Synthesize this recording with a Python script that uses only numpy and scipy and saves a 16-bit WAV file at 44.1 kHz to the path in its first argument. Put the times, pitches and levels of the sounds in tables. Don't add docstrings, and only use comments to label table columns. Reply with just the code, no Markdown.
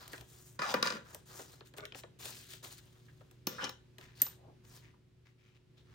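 import sys
import numpy as np
from scipy import signal
from scipy.fft import rfft, irfft, next_fast_len
from scipy.io import wavfile

SR = 44100
rng = np.random.default_rng(int(sys.argv[2]) if len(sys.argv) > 2 else 0)


def file_out(sig):
    cols = np.atleast_2d(sig).T
    lim = np.clip(cols, -1, 1)
    pcm = np.round(lim * 32767).astype(np.int16)
    wavfile.write(sys.argv[1], SR, pcm)


N = 261954
T = np.arange(N) / SR

# frequency in Hz, correlation.
CLOSE = [(500, 1), (850, 0.33), (1600, 0.6), (2600, 0.12), (6500, 0.9), (15000, 0.99)]
DIFFUSE = [(50, 0.78), (150, 0.88), (400, 0.2), (1200, 0.33), (14000, 0.1)]
# frequency in Hz, relative level in dB, t60 in seconds.
COIN_MODES = [ (13915, 0, .024), (13445, -14, .045), (13945, -20, .17), (13465, -30, .18), (14020, -21, .1),
              ]


def from_db(db):
    return 10 ** (np.asarray(db) / 20)


def rms_one(x):
    return x / np.sqrt(np.mean(x ** 2) + 1e-20)


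def at_hz(points, hz):
    points = np.array(points)
    return np.interp(np.log(hz), np.log(points[:, 0]), points[:, 1])


def band(x, low_hz, high_hz, order=3):
    sos = signal.butter(order, [low_hz, min(high_hz, .45 * SR)], "band", fs=SR, output="sos")
    return signal.sosfilt(sos, x)


def add(out, start, sound):
    at = max(round(start * SR), 0)
    out[:, at:at + sound.shape[-1]] += sound[..., :N - at]


def stroke(start, length_s):
    return slice(max(int(start * SR), 0), int((start + length_s + .2) * SR))


def stroke_gains(strokes, sag_db, release_s, curve):
    total = np.zeros((len(strokes[0][3:]), N))
    for start, swell_s, length_s, *levels_db in strokes:
        part = stroke(start, length_s)
        t = np.maximum(T[part] - start, 0)
        swell = np.minimum(t / swell_s, 1) ** curve
        slowing = np.clip((t - swell_s) / max(length_s - swell_s, 1e-3), 0, 1)
        shape = swell * from_db(-sag_db * slowing) * np.exp(-np.maximum(t - length_s, 0) / release_s)
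        total[:, part] += (from_db(levels_db)[:, None] * shape) ** 2
    return np.sqrt(total)


def drift(rate_hz):
    hop, settle = 40, 2000
    r = np.exp(-2 * np.pi * rate_hz * hop / SR)
    slow = signal.lfilter([1], [1, -2 * r, r * r], rng.standard_normal(N // hop + settle + 2))[settle:]
    return np.interp(np.arange(N) / hop, np.arange(len(slow)), rms_one(slow))


def grains(per_s, spread_db):
    sizes = from_db(spread_db * np.minimum(rng.exponential(1, N), 4))
    slips = sizes * (rng.random(N) < per_s / SR)
    envelope = np.sqrt(signal.lfilter([1], [1, -.93], slips ** 2 + 1e-12))
    return rms_one(envelope * rng.standard_normal((2, N)))


def stereo(pair, likeness, spectrum=None):
    size = next_fast_len(pair.shape[-1])
    hz = np.maximum(np.fft.rfftfreq(size, 1 / SR), 1)
    alike = np.clip(at_hz(likeness, hz), -.98, .98)
    mid, side = rfft(pair, size) * (from_db(at_hz(spectrum, hz)) if spectrum else 1)
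    both = np.sqrt(1 + alike) * mid + np.sqrt(1 - alike) * side * [[1], [-1]]
    return rms_one(irfft(both, size)[:, :pair.shape[-1]])


def contact(t60, rise_s):
    t = T[:SR // 4]
    noise = stereo(rng.standard_normal((2, len(t))), CLOSE)
    return noise * from_db(-60 * t / t60) * (1 - np.exp(-t / rise_s))


def blow(sound, bands_hz, levels_db):
    parts = [from_db(db) * rms_one(band(sound, *edges)) for edges, db in zip(bands_hz, levels_db)]
    return sum(parts) * np.sqrt(.02 * SR / sound.shape[-1])


def resonate(x, modes, direct_db):
    out = from_db(direct_db) * x
    for k, (hz, width_hz, db) in enumerate(modes):
        r = np.exp(-np.pi * width_hz / SR)
        feed = np.array([1, 0, -1]) * (1 - r * r) / 2
        feedback = [1, -2 * r * np.cos(2 * np.pi * hz / SR), r * r]
        out = out + (-1) ** k * from_db(db) * signal.lfilter(feed, feedback, x)
    return out


def hollow(x, centre_hz, width_hz):
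    turn = np.exp(2j * np.pi * np.cumsum(centre_hz * np.ones(x.shape[-1])) / SR)
    r = np.exp(-np.pi * width_hz / SR)
    return rms_one((turn * signal.lfilter([1], [1, -r], x / turn)).real)


def washer():
    # frequency in Hz, level in dB before the overall gain.
    hum = [(120, -69), (148, -77.5), (367, -78.5)]
    # frequency in Hz, relative level in dB.
    drum_colour = [(25, -23.5), (48, -5), (130, -1.5), (200, -9), (400, -13.5), (750, -27), (2700, -28.5),
                   (4500, -32), (12000, -45.5)]
    # time in seconds, overall gain in dB.
    overall_gain = [(4.85, 5), (5.05, 0.5), (5.65, 0.5), (5.9, 5.5)]
    tones = np.zeros(N)
    for hz, db in hum:
        amplitude = from_db(db + 0.6 * drift(1.1)) * np.sqrt(2)
        tones += amplitude * np.sin(2 * np.pi * hz * T + 0.5 * drift(1.2))
    rush = from_db(-68.5) * stereo(rng.standard_normal((2, N)), DIFFUSE, drum_colour)
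    return from_db(np.interp(T, *np.transpose(overall_gain))) * (tones + rush)


def room(x):
    # frequency in Hz, t60 in seconds.
    decay = [(150, 0.38), (1000, 0.3), (5000, 0.31), (14000, 0.1424)]
    t, edges = T[:SR // 2], np.geomspace(80, 18000, 9)
    noise = stereo(rng.standard_normal((2, len(t))), DIFFUSE)
    tail = sum(band(noise, low, high, order=2) * from_db(-60 * t / at_hz(decay, np.sqrt(low * high)))
               for low, high in zip(edges, edges[1:]))
    tail *= np.clip((t - .003) / 0.0025, 0, 1)
    return signal.fftconvolve(x, rms_one(tail) / np.sqrt(len(t)), axes=1)[:, :N]


def microphone_ports(x):
    # frequency in Hz, left minus right in dB, left lead in rad.
    ports = [(220, 0.5, 0.4), (477, 2, 0.86), (698.5, 3.5, 1.23), (1269, 3.5, 0.5), (1538, -7.5, 3),
             (1770, -1.5, -0.46), (2484, 9, 2), (3674, 0.5, 0.66), (4800, 6, -0.23), (7660, 3, 1.75),
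             (11450, -1, -3.5), (13910, 0, -5.5)]
    size = next_fast_len(N + SR // 10)
    hz = np.maximum(np.fft.rfftfreq(size, 1 / SR), 1)
    balance_db = at_hz(np.array(ports)[:, [0, 1]], hz)
    lead_rad = at_hz(np.array(ports)[:, [0, 2]], hz)
    lean = np.array([[.5], [-.5]])
    response = from_db(lean * balance_db) * np.exp(1j * lean * lead_rad)
    return irfft(rfft(x, size) * response, size)[:, :N]


def hand_brush():
    # start, swell and length in seconds, level in dB.
    sweeps = [(4.34, 0.16, 0.22, -61.5)]
    gain = stroke_gains(sweeps, sag_db=19.0, release_s=0.02, curve=0.83)[0]
    friction = stereo(rng.standard_normal((2, N)), CLOSE)
    return gain * rms_one(band(friction, 280, 856))


def finger_taps():
    # start in seconds, level in dB, pitch in Hz.
    taps = [(0.131, -49.5, 1710), (0.192, -54.5, 72), (1.057, -61, 1400), (3.081, -65, 1710),
            (4.933, -71, 1033)]
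    out = np.zeros((2, N))
    for start, db, hz in taps:
        touch = contact(t60=0.086, rise_s=0.0056)
        rung = rms_one(touch) + hollow(touch, hz, width_hz=190)
        add(out, start, blow(rung, [(hz / 2, hz * 2)], [db]))
    return out


def sheet_flexes():
    # start, swell and length in seconds, level in dB, pitch in Hz.
    flexes = [(4.0, 0.0251, 0.1464, -60.5, 1790), (4.203, .005, 0.13, -58.5, 1800),
              (4.814, 0.051, 0.1, -64.5, 2100), (5.253, 0.014, 0.066, -67, 2040),
              (5.381, 0.088, 0.17, -70.5, 2400), (5.546, 0.023, 0.036, -69.5, 2690),
              (5.77, 0.0056, 0.048, -66, 3700), (5.845, 0.11, 0.16, -69, 1280)]
    # frequency in Hz, relative level in dB.
    colour = [(500, -11), (1300, -8.5), (3400, -9), (6500, -15), (9000, -25.5)]
    out = np.zeros((2, N))
    slips = stereo(grains(per_s=1300, spread_db=2.2), CLOSE, colour)
    for start, swell_s, length_s, db, hz in flexes:
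        part = stroke(start, length_s)
        sheet = rms_one(slips[:, part] + hollow(slips[:, part], hz, width_hz=650))
        gain = stroke_gains([(start, swell_s, length_s, db)], sag_db=10.5, release_s=0.0071, curve=0.48)
        out[:, part] += gain[0, part] * sheet
    return out


def pouch_buckles():
    # start, swell and length in seconds, level in dB.
    buckles = [(1.778, 0.022, 0.023, -44.5), (1.815, 0.023, 0.05, -47.5)]
    # frequency and width in Hz, relative level in dB.
    pouch_modes = [(430, 50, -1.5), (630, 20, 0), (1150, 91, -9), (1469, 26, 0.5), (2180, 100, -9.5)]
    slips = stereo(grains(per_s=570, spread_db=4.0), CLOSE)
    gain = stroke_gains(buckles, sag_db=12.0, release_s=0.0094, curve=0.97)[0]
    return gain * rms_one(resonate(slips, pouch_modes, direct_db=-56))


def crease_snaps():
    # start in seconds, then flap, snap and edge levels in dB.
    snaps = [(0.078, -70, -61.5, -56.5), (0.1317, -52, -53.5, -58.5), (0.179, -62, -58.5, -67),
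             (0.2097, -61.5, -60.5, -61.5), (1.146, -54.5, -58.5, -50), (1.3928, -50.5, -60, -65),
             (1.607, -57, -60, -96), (1.738, -61.5, -65.5, -74.5), (1.782, -52.5, -55, -60),
             (1.805, -57.5, -59, -75), (1.853, -68, -49, -59.5), (1.922, -63, -53.5, -86),
             (1.947, -53.5, -53.5, -85), (2.035, -53, -57.5, -105), (2.255, -55.5, -54, -51),
             (2.535, -64.5, -56.5, -59), (2.647, -67, -56.5, -65), (3.208, -62.5, -76, -90),
             (3.311, -69.5, -70.5, -70), (3.983, -60.5, -57.5, -64), (4.011, -66.5, -61, -71),
             (4.65, -75.5, -72.5, -81)]
    out = np.zeros((2, N))
    for start, flap_db, snap_db, edge_db in snaps:
        flap = contact(t60=0.09, rise_s=0.00088)
        tick = contact(t60=0.017, rise_s=0.00033)
        add(out, start, blow(flap, [(300, 694), (900, 1770)], [flap_db, flap_db - 4]))
        add(out, start, blow(tick, [(1500, 4200), (6000, 14430)], [snap_db, edge_db]))
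    return out


def crinkles(per_s, spread_db):
    pitches = np.geomspace(1300, 9000, 10)
    sizes = from_db(spread_db * np.minimum(rng.exponential(1, N), 3))
    clicks = sizes * (rng.random(N) < per_s / SR)
    pitch_index = rng.integers(0, len(pitches), N)
    return rms_one(sum(resonate(clicks * (pitch_index == k) + 1e-18, [(hz, hz / 2, 0)], direct_db=-17.5)
                       for k, hz in enumerate(pitches)))


def paper_rubs():
    # start, swell and length in seconds, then body, rustle and hiss levels in dB.
    rubs = [(0, 0.00081, 0.22, -55.5, -60, -62), (.115, 0.012, 0.135, -56, -59, -56.5),
            (.24, 0.15, 0.26, -66.5, -64.5, -60), (.455, 0.017, 0.11, -66, -64.5, -57.5),
            (1.04, 0.081, 0.19, -59.5, -63, -62.5), (1.255, 0.16, 0.24, -54.5, -56, -53.5),
            (1.48, 0.046, 0.12, -60.5, -61, -59.5), (1.648, 0.025, 0.056, -100, -63.5, -66),
            (1.765, 0.013, 0.032, -55, -60, -55), (1.945, 0.065, 0.055, -59.5, -52, -52.5),
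            (2.188, 0.068, 0.24, -52, -47.5, -47.5), (2.32, 0.1, 0.29, -67, -57.5, -58),
            (2.485, 0.049, 0.1, -60.5, -50, -52), (2.626, 0.016, 0.11, -52.5, -52.5, -50),
            (2.68, 0.047, 0.093, -60.5, -55.5, -55.5), (2.765, 0.041, 0.021, -80, -51.5, -57.5),
            (2.8, 0.038, 0.62, -71.5, -70.5, -71.5), (3.98, 0.052, 0.093, -68.5, -71, -67.5),
            (4.15, 0.087, 0.21, -60, -56.5, -60.5), (4.635, 0.14, 0.2, -63.5, -62.5, -63.5)]
    # frequency in Hz, relative level in dB.
    colour = [(300, 4), (800, 1.5), (1550, 7), (2100, 0.5), (7000, 7), (8500, -2.5), (14500, -3.5),
              (16000, -8)]
    gains = stroke_gains(rubs, sag_db=14.5, release_s=0.0094, curve=0.48)
    body, rustle, hiss = (gain * from_db(1.3 * drift(23)) for gain in gains)
    crackle = from_db(-7) * crinkles(per_s=380, spread_db=3)
    pressure = from_db(1.6 * drift(45))
    friction = stereo(grains(per_s=10000, spread_db=3.5) * pressure, CLOSE, colour)
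    ring_hz = 4000 * from_db(2 * drift(6))
    sheet = friction + crackle + from_db(-10) * hollow(friction, ring_hz, width_hz=800)
    return (body * rms_one(band(sheet, 220, 1800, order=2))
            + rustle * rms_one(band(sheet, 1287, 4750, order=2))
            + hiss * rms_one(band(sheet, 7200, 17360, order=2)))


def tray_ring(x, time_s, direct_db, walls_db):
    # frequency and width in Hz, relative level in dB.
    tray_modes = [(180, 88, -0.5), (348, 90, 2), (520, 65, 5), (710, 55, -3), (988, 12, -1), (1187, 70, 5),
                  (1414, 27, 6), (1567, 24, 2), (1730, 33, -5), (2006, 85, -2.5), (2425, 26, -4),
                  (2930, 73, -1.5), (3770, 450, -10)]
    # the second from which the slot is in use, then four pitches in Hz.
    slot_rings = [(0, 1150, 4210, 4810, 5270), (3, 811, 4400, 5380, 6500)]
    slots = np.array(slot_rings)
    pitches = slots[np.searchsorted(slots[1:, 0], time_s), 1:]
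    walls = sum(hollow(x, hz, width_hz=190) * (-1) ** k for k, hz in enumerate(pitches.T))
    return rms_one(resonate(x, tray_modes, direct_db)) + from_db(walls_db) * rms_one(walls)


def coin_slides():
    # start, swell and length in seconds, then rumble, scrape and rasp levels in dB.
    slides = [(.59, 0.0091, 0.071, -48.5, -43.5, -52), (.618, 0.016, 0.15, -80.5, -38.5, -46.5),
              (.655, 0.066, 0.081, -48.5, -46.5, -41.5), (.745, .01, 0.091, -39.5, -37.5, -50.5),
              (.828, 0.019, 0.1436, -45, -37, -42.5), (.9, 0.058, 0.13, -46.5, -47, -60),
              (3.472, 0.0081, 0.25, -50.5, -51.5, -52.5), (3.586, 0.06, 0.12, -46.5, -41, -50.5)]
    rumble, scrape, rasp = stroke_gains(slides, sag_db=14.5, release_s=0.01, curve=0.8)
    slips = stereo(grains(per_s=2600, spread_db=1.8), CLOSE)
    tray = tray_ring(slips, T, direct_db=-8.5, walls_db=-11)
    low = rumble * rms_one(band(tray, 130, 810)) + scrape * rms_one(band(tray, 630, 2100))
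    high = rms_one(band(tray, 2600, 6400)) + from_db(-13) * rms_one(band(slips, 8000, 16000))
    return low + rasp * high


def coin_drags():
    # start, swell and length in seconds, level in dB, first and last pitch in Hz.
    drags = [(0.61, 0.011, 0.088, -36, 1260, 1110), (0.647, 0.01, 0.14, -41.5, 770, 990),
             (3.58, 0.0054, 0.054, -42, 1330, 1650), (3.597, 0.041, 0.077, -44.5, 3020, 3030)]
    out = np.zeros((2, N))
    slips = stereo(grains(per_s=2300, spread_db=-4.5), CLOSE)
    for start, swell_s, length_s, db, from_hz, to_hz in drags:
        part = stroke(start, length_s)
        glide_hz = np.interp(T[part], [start, start + length_s], [from_hz, to_hz])
        rung = hollow(slips[:, part], glide_hz, width_hz=220)
        gain = stroke_gains([(start, swell_s, length_s, db)], sag_db=7, release_s=0.0083, curve=0.91)
        out[:, part] += gain[0, part] * rms_one(band(rung, from_hz / 2, from_hz * 1.5, order=2))
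    return out


def coin_knocks():
    # start in seconds, thud, knock, click and metal levels in dB,
    # contact t60 in seconds, thud pitch in Hz (set by the spot struck).
    knocks = [(0.5909, -50.5, -40, -48, -81.5, 0.026, 296), (0.618, -47, -39, -45.5, -71, 0.054, 486),
              (0.7397, -32.5, -30, -39.5, -51, 0.015, 498), (0.7439, -41.5, -39, -55, -66.5, 0.015, 552),
              (0.826, -41, -33, -31.5, -52, 0.011, 316.5), (0.854, -55.5, -38, -56, -62.5, 0.055, 500),
              (0.862, -43.5, -53.5, -41.5, -71, 0.0093, 520), (0.871, -57.5, -37.5, -37.5, -63, 0.04, 500),
              (0.902, -50, -44, -43.5, -72, 0.016, 381), (0.922, -51.5, -43.5, -48.5, -80, 0.011, 380),
              (3.469, -40, -44.5, -37.5, -40.5, 0.011, 228.6), (3.641, -46, -43, -40.5, -67, 0.044, 567),
              (3.692, -55.5, -49.5, -48.5, -59, 0.018, 500.5),
              (4.264, -62.5, -53, -52.5, -77.5, 0.019, 324.7)]
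    out = np.zeros((2, N))
    for start, thud_db, knock_db, click_db, metal_db, t60, thud_hz in knocks:
        rattle = contact(t60, rise_s=0.0026)
        strike = np.eye(1, rattle.shape[-1], SR // 1000) * np.sqrt(np.sum(rattle ** 2) / 2)
        tray = tray_ring(rattle + strike, start, direct_db=-13.0, walls_db=-5)
        thud_band = (thud_hz * 0.42, thud_hz * 1.64)
        body = blow(tray, [thud_band, (800, 2200), (2600, 7000)], [thud_db, knock_db, click_db])
        edge = blow(rattle, [(7000, 9700), (12600, 15800)], [click_db - 14, metal_db])
        add(out, start, body + edge)
    return out


def coin_jingles():
    # start in seconds, level in dB, t60 of the chatter in seconds.
    jingles = [(0, -69, 0.58), (3.47, -46.5, 0.16), (4.218, -38, 0.14), (4.258, -45.5, .11)]
    out = np.zeros((2, N))
    for start, db, t60 in jingles:
        chatter = contact(t60, rise_s=0.0011)
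        shimmer = sum(hollow(chatter, hz, width_hz=150) for hz, _, _ in COIN_MODES)
        add(out, start, blow(shimmer, [(13000, 14500)], [db]))
    return out


def coin_clink(start, swell_s, ring_db, knock_db, tick_db, thud_db):
    out, t = np.zeros((2, N)), T[:SR // 3]
    swell = 1 - np.exp(-t / swell_s)
    for hz, db, t60 in COIN_MODES:
        add(out, start, from_db(ring_db + db - 60 * t / t60) * swell * np.sin(2 * np.pi * hz * t))
    strike = np.eye(1, len(t)) * np.ones((2, 1))
    add(out, start, blow(strike, [(1700, 6400), (6500, 10600)], [knock_db, tick_db]))
    rattle = contact(t60=0.0306, rise_s=0.0046)
    add(out, start, blow(rattle, [(150, 510), (1200, 11000)], [thud_db, thud_db + 6.0]))
    return out


def scene():
    coins = coin_knocks() + coin_slides() + coin_drags() + finger_taps()
    paper = paper_rubs() + crease_snaps() + pouch_buckles() + hand_brush() + sheet_flexes()
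    ring = coin_clink(4.218, swell_s=0.0004, ring_db=-10.5, knock_db=-47.5, tick_db=-34.5, thud_db=-49.0)
    ring += coin_jingles()
    reflections = room(from_db(-11) * coins + from_db(-10) * paper + from_db(-14) * ring)
    return microphone_ports(coins + paper + ring + reflections) + washer()


def record(dry):
    return signal.sosfilt(signal.ellip(10, .1, 80, 16000, fs=SR, output="sos"), dry)


dry = scene()
out = record(dry)
file_out(out)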